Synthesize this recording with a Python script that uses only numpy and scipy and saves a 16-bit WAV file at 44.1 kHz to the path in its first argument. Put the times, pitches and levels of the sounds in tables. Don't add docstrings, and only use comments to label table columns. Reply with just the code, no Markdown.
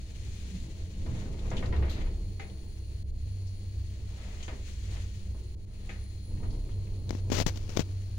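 import sys
import numpy as np
from scipy import signal
from scipy.fft import rfft, irfft, next_fast_len
from scipy.io import wavfile
from scipy.ndimage import uniform_filter1d, map_coordinates

SR = 44100
rng = np.random.default_rng(int(sys.argv[2]) if len(sys.argv) > 2 else 0)


def file_out(sig):
    cols = np.atleast_2d(sig).T
    lim = np.clip(cols, -1, 1)
    pcm = np.round(lim * 32767).astype(np.int16)
    wavfile.write(sys.argv[1], SR, pcm)


N = 360738

# t/s, level above calm/dB
SWELL = [(0, -1), (.88, 3), (1.04, 6), (1.12, 11.5), (1.4, 11.5), (1.58, 14), (1.9, 13.5), (2.3, 4),
         (2.9, 0), (4.5, 0), (6.22, -1.5), (6.41, 8.5), (6.48, 12), (6.7, 5), (7.15, 7), (8.18, -1)]
# f/Hz, width/Hz, boost/dB
WALL_MODES = [(126.3, 37, 8.5), (250.1, 9.4, 14), (324.4, 5.1, 4), (436, 5.7, 2.5), (497, 16, 1.5),
              (625, 9.1, 5.5), (735, 21, -1), (915, 63, 3.5), (1220, 21, 2.5), (2080, 88, -2)]
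# f/Hz, level/dB
HISS_SPECTRUM = [(300, 3.5), (900, -7.5), (1400, -1.5), (2000, 5.5), (3000, 4.5), (4300, 4.5), (5300, -1),
                 (6700, 2), (7300, -0.5), (8100, -5.5), (10100, -4), (10800, -19), (13500, -17.5),
                 (15700, -14)]


def amp(db):
    return np.exp(np.asarray(db) * (np.log(10) / 20))


def unit(x):
    return x / np.sqrt(np.mean(x ** 2) + 1e-20)


def along(points, hz):
    f, values = np.transpose(points)
    return np.interp(np.log(hz + 1), np.log(f + 1), values)


def curves(rows):
    times, *columns = np.transpose(rows)
    return [np.interp(np.arange(N) / SR, times, column) for column in columns]


def wobble(rate, steps_per_knot=8):
    knots = rng.standard_normal(int(N * rate / SR) + 4)
    steps = np.arange(len(knots) * steps_per_knot) / steps_per_knot
    return np.interp(np.arange(N) * rate / SR, steps, map_coordinates(knots, [steps], mode="nearest"))


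def wavering_phase(hz, waver_hz, rate):
    return 2 * np.pi * np.cumsum(hz + waver_hz * wobble(rate)) / SR


def bell(s, half_length, squareness=2):
    distance = np.abs((np.arange(N) / SR - s) / half_length)
    return np.exp(-distance ** squareness) * (distance < 4)


def decay(t, t60):
    return amp(-60 * t / t60)


def filtered(x, response):
    n = x.shape[-1]
    padded = next_fast_len(n + SR // 10)
    return irfft(rfft(x, padded) * response(np.fft.rfftfreq(padded, 1 / SR)), padded)[..., :n]


def lowpass(x, corner_hz, steepness=4):
    return filtered(x, lambda hz: 1 / (1 + (hz / corner_hz) ** steepness))


def resonance(hz, centre, width):
    return 1j * hz * width / (centre ** 2 - hz ** 2 + 1j * hz * width)


def with_modes(spectrum, modes, hz):
    modes_db = sum(db * abs(resonance(hz, centre, width)) ** 2 for centre, width, db in modes)
    return amp(along(spectrum, hz) + modes_db)


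def car_noise(gain, size=N):
    # f/Hz, likeness (1 = the same)
    likeness = [(60, 0.95), (130, 0.98), (290, 0.92), (640, 0.46), (1410, -0.15), (3100, 0.025),
                (7000, 0.017)]

    def mid_and_side(hz):
        angle = np.arccos(along(likeness, hz)) / 2
        return gain(hz) * np.array([np.cos(angle), np.sin(angle)])

    mid, side = filtered(rng.standard_normal((2, size)), mid_and_side)
    return unit(np.array([mid + side, mid - side]))


def add(track, s, sound):
    part = track[..., round(s * SR):][..., :sound.shape[-1]]
    part += sound[..., :part.shape[-1]]


def rumble(calm_db=-40.5, deep_hz=49.7):
    # f/Hz, level/dB
    spectrum = [(8, -8), (20, -4), (30, -4), (37, -8.5), (55, -6.5), (66, -5.5), (80, -6.5), (97, -7),
                (108, -17.5), (160, -32), (300, -85)]
    # f/Hz, width/Hz, boost/dB
    cabin_modes = [(27, 6.9, 4), (48.3, 6.5, 0.5), (74, 6.3, 0), (91.8, 8.5, 2)]
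    swell_db, = curves(SWELL)
    air = car_noise(lambda hz: with_modes(spectrum, cabin_modes, hz))
    air /= np.sqrt(uniform_filter1d(np.mean(air ** 2, axis=0), SR // 6))
    deep = lowpass(air, deep_hz, steepness=8)
    swelling = amp(0.71 * swell_db) * deep + amp(0.34 * swell_db) * (air - deep)
    return amp(calm_db + 2 * wobble(9.7)) * swelling


def panels(calm_db=-54.5, flutter_db=2):
    # f/Hz, level/dB
    spectrum = [(70, -29), (104, 3), (121, 5), (150, -3.5), (195, -7.5), (255, -13.5), (330, -2), (450, -6),
                (560, -11.5), (650, -16.5), (800, -17.5), (1300, -27.5), (3000, -63)]
    noise = car_noise(lambda hz: with_modes(spectrum, WALL_MODES, hz))
    return amp(calm_db + 0.93 * curves(SWELL)[0] + flutter_db * wobble(22)) * noise


def wall_sheets(calm_db=-60.5):
    # f/Hz, level/dB
    spectrum = [(90, -36), (125, -2.5), (150, 11), (180, 18), (205, 12.5), (235, 10), (275, -1), (400, -54)]
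    # middle t/s, half length/s, level/dB
    bulges = [(0.368, 0.037, -56), (0.58, 0.093, -46.5), (0.974, 0.065, -54), (1.188, 0.065, -46.5),
              (6.38, 0.081, -50.5)]
    swelling = amp(calm_db + 0.93 * curves(SWELL)[0])
    bulging = sum(amp(db) * bell(s, half_length) for s, half_length, db in bulges)
    return (swelling + bulging) * car_noise(lambda hz: amp(along(spectrum, hz)))


def frame_drone(gain_db=-1.5, throb_db=3.8):
    # t/s, f/Hz, level/dB
    note = [(0, 65.35, -43.5), (1.3, 66, -46), (1.78, 68.23, -32), (2.25, 67.97, -45.5),
            (2.85, 63.03, -43.5), (3.15, 65.5, -38), (3.5, 67, -54), (3.85, 62.7, -38.5), (4.3, 60.2, -46),
            (5.45, 56.8, -38), (5.7, 60.63, -52), (6.1, 66.94, -42.5), (8.18, 61.85, -48)]
    hz, db = curves(note)
    tone = np.sin(wavering_phase(hz, waver_hz=2.01, rate=6))
    return np.sqrt(2) * amp(db + gain_db + throb_db * wobble(9)) * tone


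def pump(hum_hz=96.35, throb_db=1.5, flicker_db=5):
    # t/s, level/dB
    hum_levels = [(0, -56), (2.7, -54), (3.35, -37.5), (4.4, -49.5), (5.1, -45), (5.8, -48.5), (6.4, -45.5),
                  (6.85, -39), (7.3, -35), (8.18, -37)]
    # multiple of the hum, level/dB
    overtones = [(2, -66.5), (3, -73), (3.742, -76.5)]
    phase = wavering_phase(hum_hz, waver_hz=0.72, rate=4)
    hum = amp(curves(hum_levels)[0] + throb_db * wobble(7)) * np.sin(phase)
    upper = sum(amp(db + flicker_db * wobble(6)) * np.sin(k * phase) for k, db in overtones)
    return np.sqrt(2) * (hum + upper)


def wall_notes(fade_db=3.5):
    # f/Hz, level/dB
    notes = [(194, -66.5), (296, -73.5), (325, -72.5), (432, -73), (645, -79.5), (1077, -94)]
    ringing = 0
    for hz, db in notes:
        level = amp(db + fade_db * wobble(4))
        phase = wavering_phase(hz, waver_hz=2.19, rate=9)
        ringing += level * np.sin(phase + rng.uniform(0, np.pi / 2, (2, 1)))
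    return np.sqrt(2) * amp(0.91 * curves(SWELL)[0]) * ringing


def soft_hiss(calm_db=-63.5, grain_db=1.13, rustle_grain_db=2):
    # middle t/s, half length/s, hiss level/dB, rustle level/dB
    swells = [(0.386, 0.25, -57.5, -77), (0.777, 0.89, -61.5, -75), (1.18, 0.071, -58, -55),
              (1.54, 0.15, -60.5, -56), (1.96, 0.12, -67, -50.5), (4.105, 0.35, -64.5, -74),
              (4.33, 0.18, -59, -55.5), (4.693, 0.04, -56.5, -76), (4.864, 0.32, -57.5, -84),
              (4.958, 0.076, -59.5, -55), (5.89, 0.18, -66, -63)]
    # f/Hz, level/dB
    rustle_spectrum = [(300, -2), (650, 0.5), (950, -5.5), (1250, -4), (1600, -7.5), (2000, 0), (2700, -8),
                       (4000, -12.5), (8000, -45)]
    hiss_power, rustle_power = amp(calm_db) ** 2, 0
    for s, half_length, hiss_db, rustle_db in swells:
        swell = bell(s, half_length, squareness=2.76)
        hiss_power += swell * amp(hiss_db) ** 2
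        rustle_power += swell * amp(rustle_db) ** 2
    hiss = car_noise(lambda hz: with_modes(HISS_SPECTRUM, WALL_MODES, hz))
    hiss *= np.sqrt(hiss_power) * amp(grain_db * wobble(45))
    rustle = car_noise(lambda hz: with_modes(rustle_spectrum, WALL_MODES, hz))
    rustle *= np.sqrt(rustle_power) * amp(rustle_grain_db * wobble(70))
    return hiss + rustle


def lamp_and_hum(mains_hz=50.03, whistle_hz=15596, whistle_db=-23, sizzle_db=-11.5):
    # t/s, level/dB
    levels = [(0, -61), (1.5, -61.5), (2.1, -60.5), (2.7, -59.5), (3.5, -60), (4.6, -62), (5.4, -60),
              (6.3, -60), (7.0, -60), (8.18, -60)]
    # multiple of the mains, relative level/dB
    tone_rows = [(4, -1), (82, -19), (83, -17), (84, -16), (85, -18.5), (86, -16.5), (88, -15.5),
                 (92, -19.5), (95, -23), (96, -20.5)]
    # middle t/s, half length/s, multiple, boost/dB
    crests = [(.3, 1.0, 84, 5), (2.7, 1.1, 88, 6.5), (6.3, .7, 84, 5.5), (8.1, .3, 86, 7)]
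    # f/Hz, width/Hz, level/dB
    bands = [(4310, 350, -3.5), (9750, 540, -2), (15200, 1100, -16)]
    t = np.arange(N) / SR
    level_db, = curves(levels)

    def tone(hz, db):
        port_phases = np.array([[0], [np.pi / 2]])
        return amp(db + 2 * wobble(2.92)) * np.sin(2 * np.pi * (hz * t + rng.random()) + port_phases)

    tones = 0
    for multiple, db in tone_rows:
        crest_db = sum(boost * bell(s, half) for s, half, k, boost in crests if k == multiple)
        tones += np.sqrt(2) * tone(multiple * mains_hz, db + crest_db)
    whistle = tone(whistle_hz, whistle_db)
    sizzle = car_noise(lambda hz: sum(amp(db) * abs(resonance(hz, f, w)) ** 2 for f, w, db in bands))
    sizzle *= amp(sizzle_db + 2.5 * (level_db - level_db.mean()))
    return amp(level_db) * (tones + whistle + sizzle)


def low_notes():
    # middle t/s, half length/s, f/Hz, level/dB
    swells = [(1.156, 0.16, 121, -43.5), (1.003, 0.29, 86.6, -42), (1.57, 0.065, 116, -37.5),
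              (1.784, 0.05, 73.2, -30.5), (2.15, 0.19, 38.5, -35), (3.05, 0.26, 71.5, -46.5),
              (3.825, .07, 70.4, -37), (4.55, 0.51, 73.94, -45), (5.05, 0.39, 90.45, -43),
              (6.402, 0.14, 91.5, -42), (6.527, .16, 32.87, -33)]
    notes = sum(amp(db) * bell(s, half_length) * np.sin(wavering_phase(hz, waver_hz=1.19, rate=6))
                for s, half_length, hz, db in swells)
    return np.sqrt(2) * notes


def blows(hits, spectrum, modes, gain_db, steel_db, t60=0.32, attack_s=0.0009, body_hz=800):
    out, t = np.zeros((2, N)), np.arange(SR // 3) / SR
    onset = 1 - np.exp(-t / attack_s)
    crack = 0.91 * np.exp(-t / 0.0017)
    push = -1.8 * np.sin(t / 0.00018) * np.exp(-t / 0.00036)
    for s, db, body_db in hits:
        body = lambda hz: amp(body_db / (1 + (hz / body_hz) ** 2))
        ring = car_noise(lambda hz: with_modes(spectrum, WALL_MODES, hz) * body(hz), len(t))
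        low = lowpass(ring, body_hz)
        walls = (ring - low) * (decay(t, t60) + crack) + low * decay(t, 1.03 * t60)
        steel = 0
        for hz, mode_db, mode_t60 in modes:
            dull_db = max(body_db, 0) / (1 + (body_hz / hz) ** 2)
            level = amp(mode_db - dull_db + rng.normal(0, 2.6)) * decay(t, mode_t60)
            steel += level * np.sin(2 * np.pi * hz * t + rng.uniform(0, np.pi, (2, 1)))
        add(out, s, amp(db + gain_db) * onset * (walls + amp(steel_db) * steel + push))
    return out


def guide_knocks():
    # t/s, level/dB, bass boost/dB
    hits = [(1.061, -32.5, 17.5), (1.255, -36, 18), (1.342, -42, 22), (1.451, -34, 19), (1.5145, -26, 9.5),
            (1.625, -29.5, 4), (1.725, -28, 4.5), (1.762, -38, 9), (1.824, -28, 10), (2.023, -36, 33),
            (2.459, -47, 23), (2.547, -50, 20), (4.480, -32, 5.5), (4.522, -35.5, 26), (5.345, -39, 24),
            (6.43, -36.5, 13), (6.69, -48.5, 1)]
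    # f/Hz, level/dB
    spectrum = [(60, -6), (130, 5), (450, 9.5), (700, 6.5), (1250, 8), (1600, 6), (2100, 7.5), (3000, 0.5),
                (4200, -7.5), (5300, -11), (6800, -34), (8500, -42), (15000, -45)]
    # f/Hz, level/dB, t60/s
    bracket_modes = [(253.3, -7, 0.44), (328, -7.5, 0.38), (402, -9, 0.43), (505, -4.5, 0.34),
                     (649, -7, 0.46), (718, -6.5, 0.18), (988, -6, 0.21), (1239, -5, 0.12), (1500, -10, .2),
                     (1876, -5, 0.17), (2150, -11, 0.27), (2780, -15, .3)]
    return blows(hits, spectrum, bracket_modes, gain_db=-12, steel_db=0.5)


def metal_ticks(gain_db=-6, stray_count=24, stray_db=-61, stray_hz=2900, stray_t60=0.14):
    # t/s, level/dB, f/Hz, t60/s
    ticks = [(1.392, -48, 3500, 0.096), (1.503, -42, 6660, 0.041), (1.568, -36, 3210, 0.11),
             (1.578, -38.5, 2950, 0.14), (1.658, -41, 4000, .06), (1.662, -54, 5600, 0.049),
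             (1.763, -46, 4070, 0.08), (1.895, -42, 3970, 0.51), (1.897, -51, 13200, .22),
             (1.915, -54, 6396, .22), (2.499, -48.5, 3200, .05), (3.47, -52.5, 5550, 0.2),
             (4.405, -44, 3038, .09), (4.427, -40, 2980, 0.12), (4.429, -47, 6540, 0.28),
             (4.479, -42.5, 3060, 0.098)]
    out, t = np.zeros((2, N)), np.arange(SR // 4) / SR
    strays = []
    for s, octaves in rng.uniform([0, -0.76], [N / SR, 0.76], (stray_count, 2)):
        swell_db = np.interp(s, *np.transpose(SWELL))
        strays.append((s, stray_db + swell_db, stray_hz * 2 ** octaves, stray_t60))
    colour = lambda hz: amp(along(HISS_SPECTRUM, hz))
    for s, db, pitch, t60 in list(ticks) + strays:
        ring = car_noise(lambda hz: resonance(hz, pitch, 0.33 * pitch) * colour(hz), len(t))
        ping = 0.42 * np.sin(2 * np.pi * pitch * t + rng.uniform(0, np.pi, (2, 1)))
        click = car_noise(lambda hz: resonance(hz, pitch, pitch) * colour(hz), len(t))
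        click *= 0.48 * np.exp(-t / 0.0017)
        add(out, s, amp(db + gain_db) * (decay(t, t60) * (ring + ping) + click))
    return out


def lamp_flares(centre_hz=9920, width_hz=230, flicker_db=4):
    # middle t/s, half length/s, level/dB
    flares = [(2.5, 0.61, -78), (3.601, 0.34, -81), (6.3, .4, -70)]
    level = sum(amp(db) * bell(s, half_length) for s, half_length, db in flares)
    flicker = amp(flicker_db * wobble(12))
    return level * flicker * car_noise(lambda hz: abs(resonance(hz, centre_hz, width_hz)) ** 2)


def fitting_clacks():
    # t/s, level/dB, bass boost/dB
    hits = [(2.396, -38.5, -7.5), (4.479, -43.5, -6), (5.891, -40, -10.5), (5.945, -57, -7)]
    # f/Hz, level/dB
    spectrum = [(100, 10), (450, 9), (750, 1.5), (1100, -8.5), (1600, 0), (2100, 4.5), (2600, -4.5),
                (3300, -8.5), (4200, -10), (5300, -21), (6800, -14), (8500, -35), (15000, -51)]
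    # f/Hz, level/dB, t60/s
    fitting_modes = [(784, -2, 0.27), (905, -10.5, 0.2), (1260, -8.5, 0.2), (2066, 2, 0.15),
                     (2290, -2, 0.16), (2525, -2, .2), (2920, -15, 0.3), (3400, -15, .3)]
    return blows(hits, spectrum, fitting_modes, gain_db=-4, steel_db=-7)


def treble_dips(x, recovery_s=0.044, corner_hz=750):
    # t/s, depth/dB
    dips = [(3.031, 17), (3.11, 12.5), (5.55, 19.5), (5.652, 12.5)]
    loss_db, t = np.zeros(N), np.arange(SR // 2) / SR
    for s, depth_db in dips:
        add(loss_db, s, depth_db * np.exp(-t / recovery_s))
    low = lowpass(x, corner_hz)
    return low + (x - low) * amp(-loss_db)


def finger(drag_db=-3.14, scratch_db=-2.45, puff_db=2.5, rattle_db=3, snag_db=14, snags_per_s=150):
    # start t/s, length/s, level/dB
    strokes = [(7.092, 0.11, -47), (7.315, 0.11, -26.5), (7.476, 0.019, -33), (7.502, 0.202, -49),
               (7.696, 0.082, -43.5), (7.782, 0.04, -34.5), (7.829, 0.42, -55)]
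    # t/s, scratch level/dB, scratch t60/s, thump level/dB, push time/s
    taps = [(7.0934, -29, .012, -45, 0.00072), (7.1072, -25, 0.013, -14, .0005),
            (7.13, -48, 0.0065, -22, .0007), (7.1506, -34.5, 0.0083, -20.5, 0.00056),
            (7.301, -34.5, 0.082, -18, 0.00064), (7.310, -43, .01, -27, 0.0016),
            (7.319, -25, 0.018, -9.5, 0.00052), (7.326, -30, .012, -25, 0.00092),
            (7.343, -34, .008, -18, 0.00082), (7.38, -28, .008, -29, .0012),
            (7.3860, -17, .004, -17, 0.00018), (7.389, -27, .01, -18, 0.00034),
            (7.4014, -23, 0.017, -11.5, 0.00022), (7.4094, -27, .006, -25, .0004),
            (7.4132, -30, 0.0065, -21, 0.00061), (7.435, -54, .01, -34, 0.00022),
            (7.464, -20, 0.088, -11.5, .0011), (7.4665, -30, 0.011, -26, 0.0002),
            (7.5585, -37.5, .042, -35, 0.00063), (7.573, -29.5, .019, -27.5, 0.00062),
            (7.693, -34, 0.018, -34, .0007), (7.757, -41, .008, -28, .0007),
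            (7.7657, -31, .028, -24.5, .0007), (7.771, -25.5, .01, -22, 0.00024),
            (7.7717, -16, 0.023, -10.5, 0.00042), (7.7937, -21.5, .032, -10, 0.00066),
            (7.800, -36, 0.011, -26, .0007), (7.8056, -35, .025, -20, 0.00098)]
    # f/Hz, t60/s, level/dB
    shell_modes = [(272, 0.018, -20), (494.5, 0.021, -28), (820, 0.017, -28)]
    # f/Hz, level/dB
    skin_spectrum = [(40, 10), (130, 20.5), (280, 8.5), (500, 14), (800, 6), (1300, 3.5), (2400, 5.5),
                     (4000, 4), (6300, 5), (7200, -3), (8200, -9), (11000, -16), (15500, -12.5)]
    # f/Hz, width/Hz, boost/dB
    port_modes = [(2500, 19, -10), (3750, 35, -12), (6030, 250, 0.5), (6940, 210, 2.5)]
    t = np.arange(SR // 2) / SR
    friction, thumps = np.zeros(N), np.zeros(N)
    for s, length, db in strokes:
        attack = 1 - np.exp(-t / 0.0028)
        release = np.exp(-np.maximum(t - length, 0) / 0.0044)
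        add(friction, s, amp(db + drag_db) * attack * release)
    friction *= amp(1.5 * wobble(260))
    shell = sum(amp(db) * decay(t, t60) * np.sin(2 * np.pi * hz * t) for hz, t60, db in shell_modes)
    snags = (rng.random(N) < snags_per_s / SR) * rng.uniform(-1.1, 1, N)
    rattle = amp(rattle_db) * signal.fftconvolve(friction * snags, shell / np.abs(shell).max())[:N]
    for s, db, t60, thump_db, push_s in taps:
        puff = np.sin(t / push_s) * np.exp(-0.38 * t / push_s)
        add(friction, s, amp(db + scratch_db) * decay(t, t60))
        add(thumps, s, -amp(thump_db + puff_db) * (puff + shell))
    grain = rng.standard_normal(N) * amp(1.5 * wobble(900))
    slips = unit(grain + amp(snag_db) * snags)
    slips = 6.5 * np.tanh(slips / 6.5)
    colour = lambda hz: with_modes(skin_spectrum, port_modes, hz)
    colour_power = np.mean(colour(np.linspace(0, SR / 2, num=SR // 20)) ** 2)
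    rubbing = filtered(friction * slips, colour) / np.sqrt(colour_power)
    return rubbing + rattle + thumps


def scene():
    # f/Hz, left minus right/dB
    balance = [(60, -0.5), (200, 0), (380, 2.5), (700, -0.5), (1290, 0), (2380, 5.5), (4400, 6),
               (6800, 13.5), (9800, -7), (15000, 12)]
    car = rumble() + panels() + wall_sheets() + frame_drone() + pump() + wall_notes()
    car += soft_hiss() + lamp_and_hum() + low_notes()
    car += guide_knocks() + metal_ticks() + lamp_flares() + fitting_clacks()
    car = filtered(car, lambda hz: amp(np.outer([0.5, -0.5], along(balance, hz))))
    return treble_dips(car) + finger() * amp([[0], [-36]])


def record(dry):
    return filtered(dry, lambda hz: hz < 15830)


dry = scene()
out = record(dry)
file_out(out)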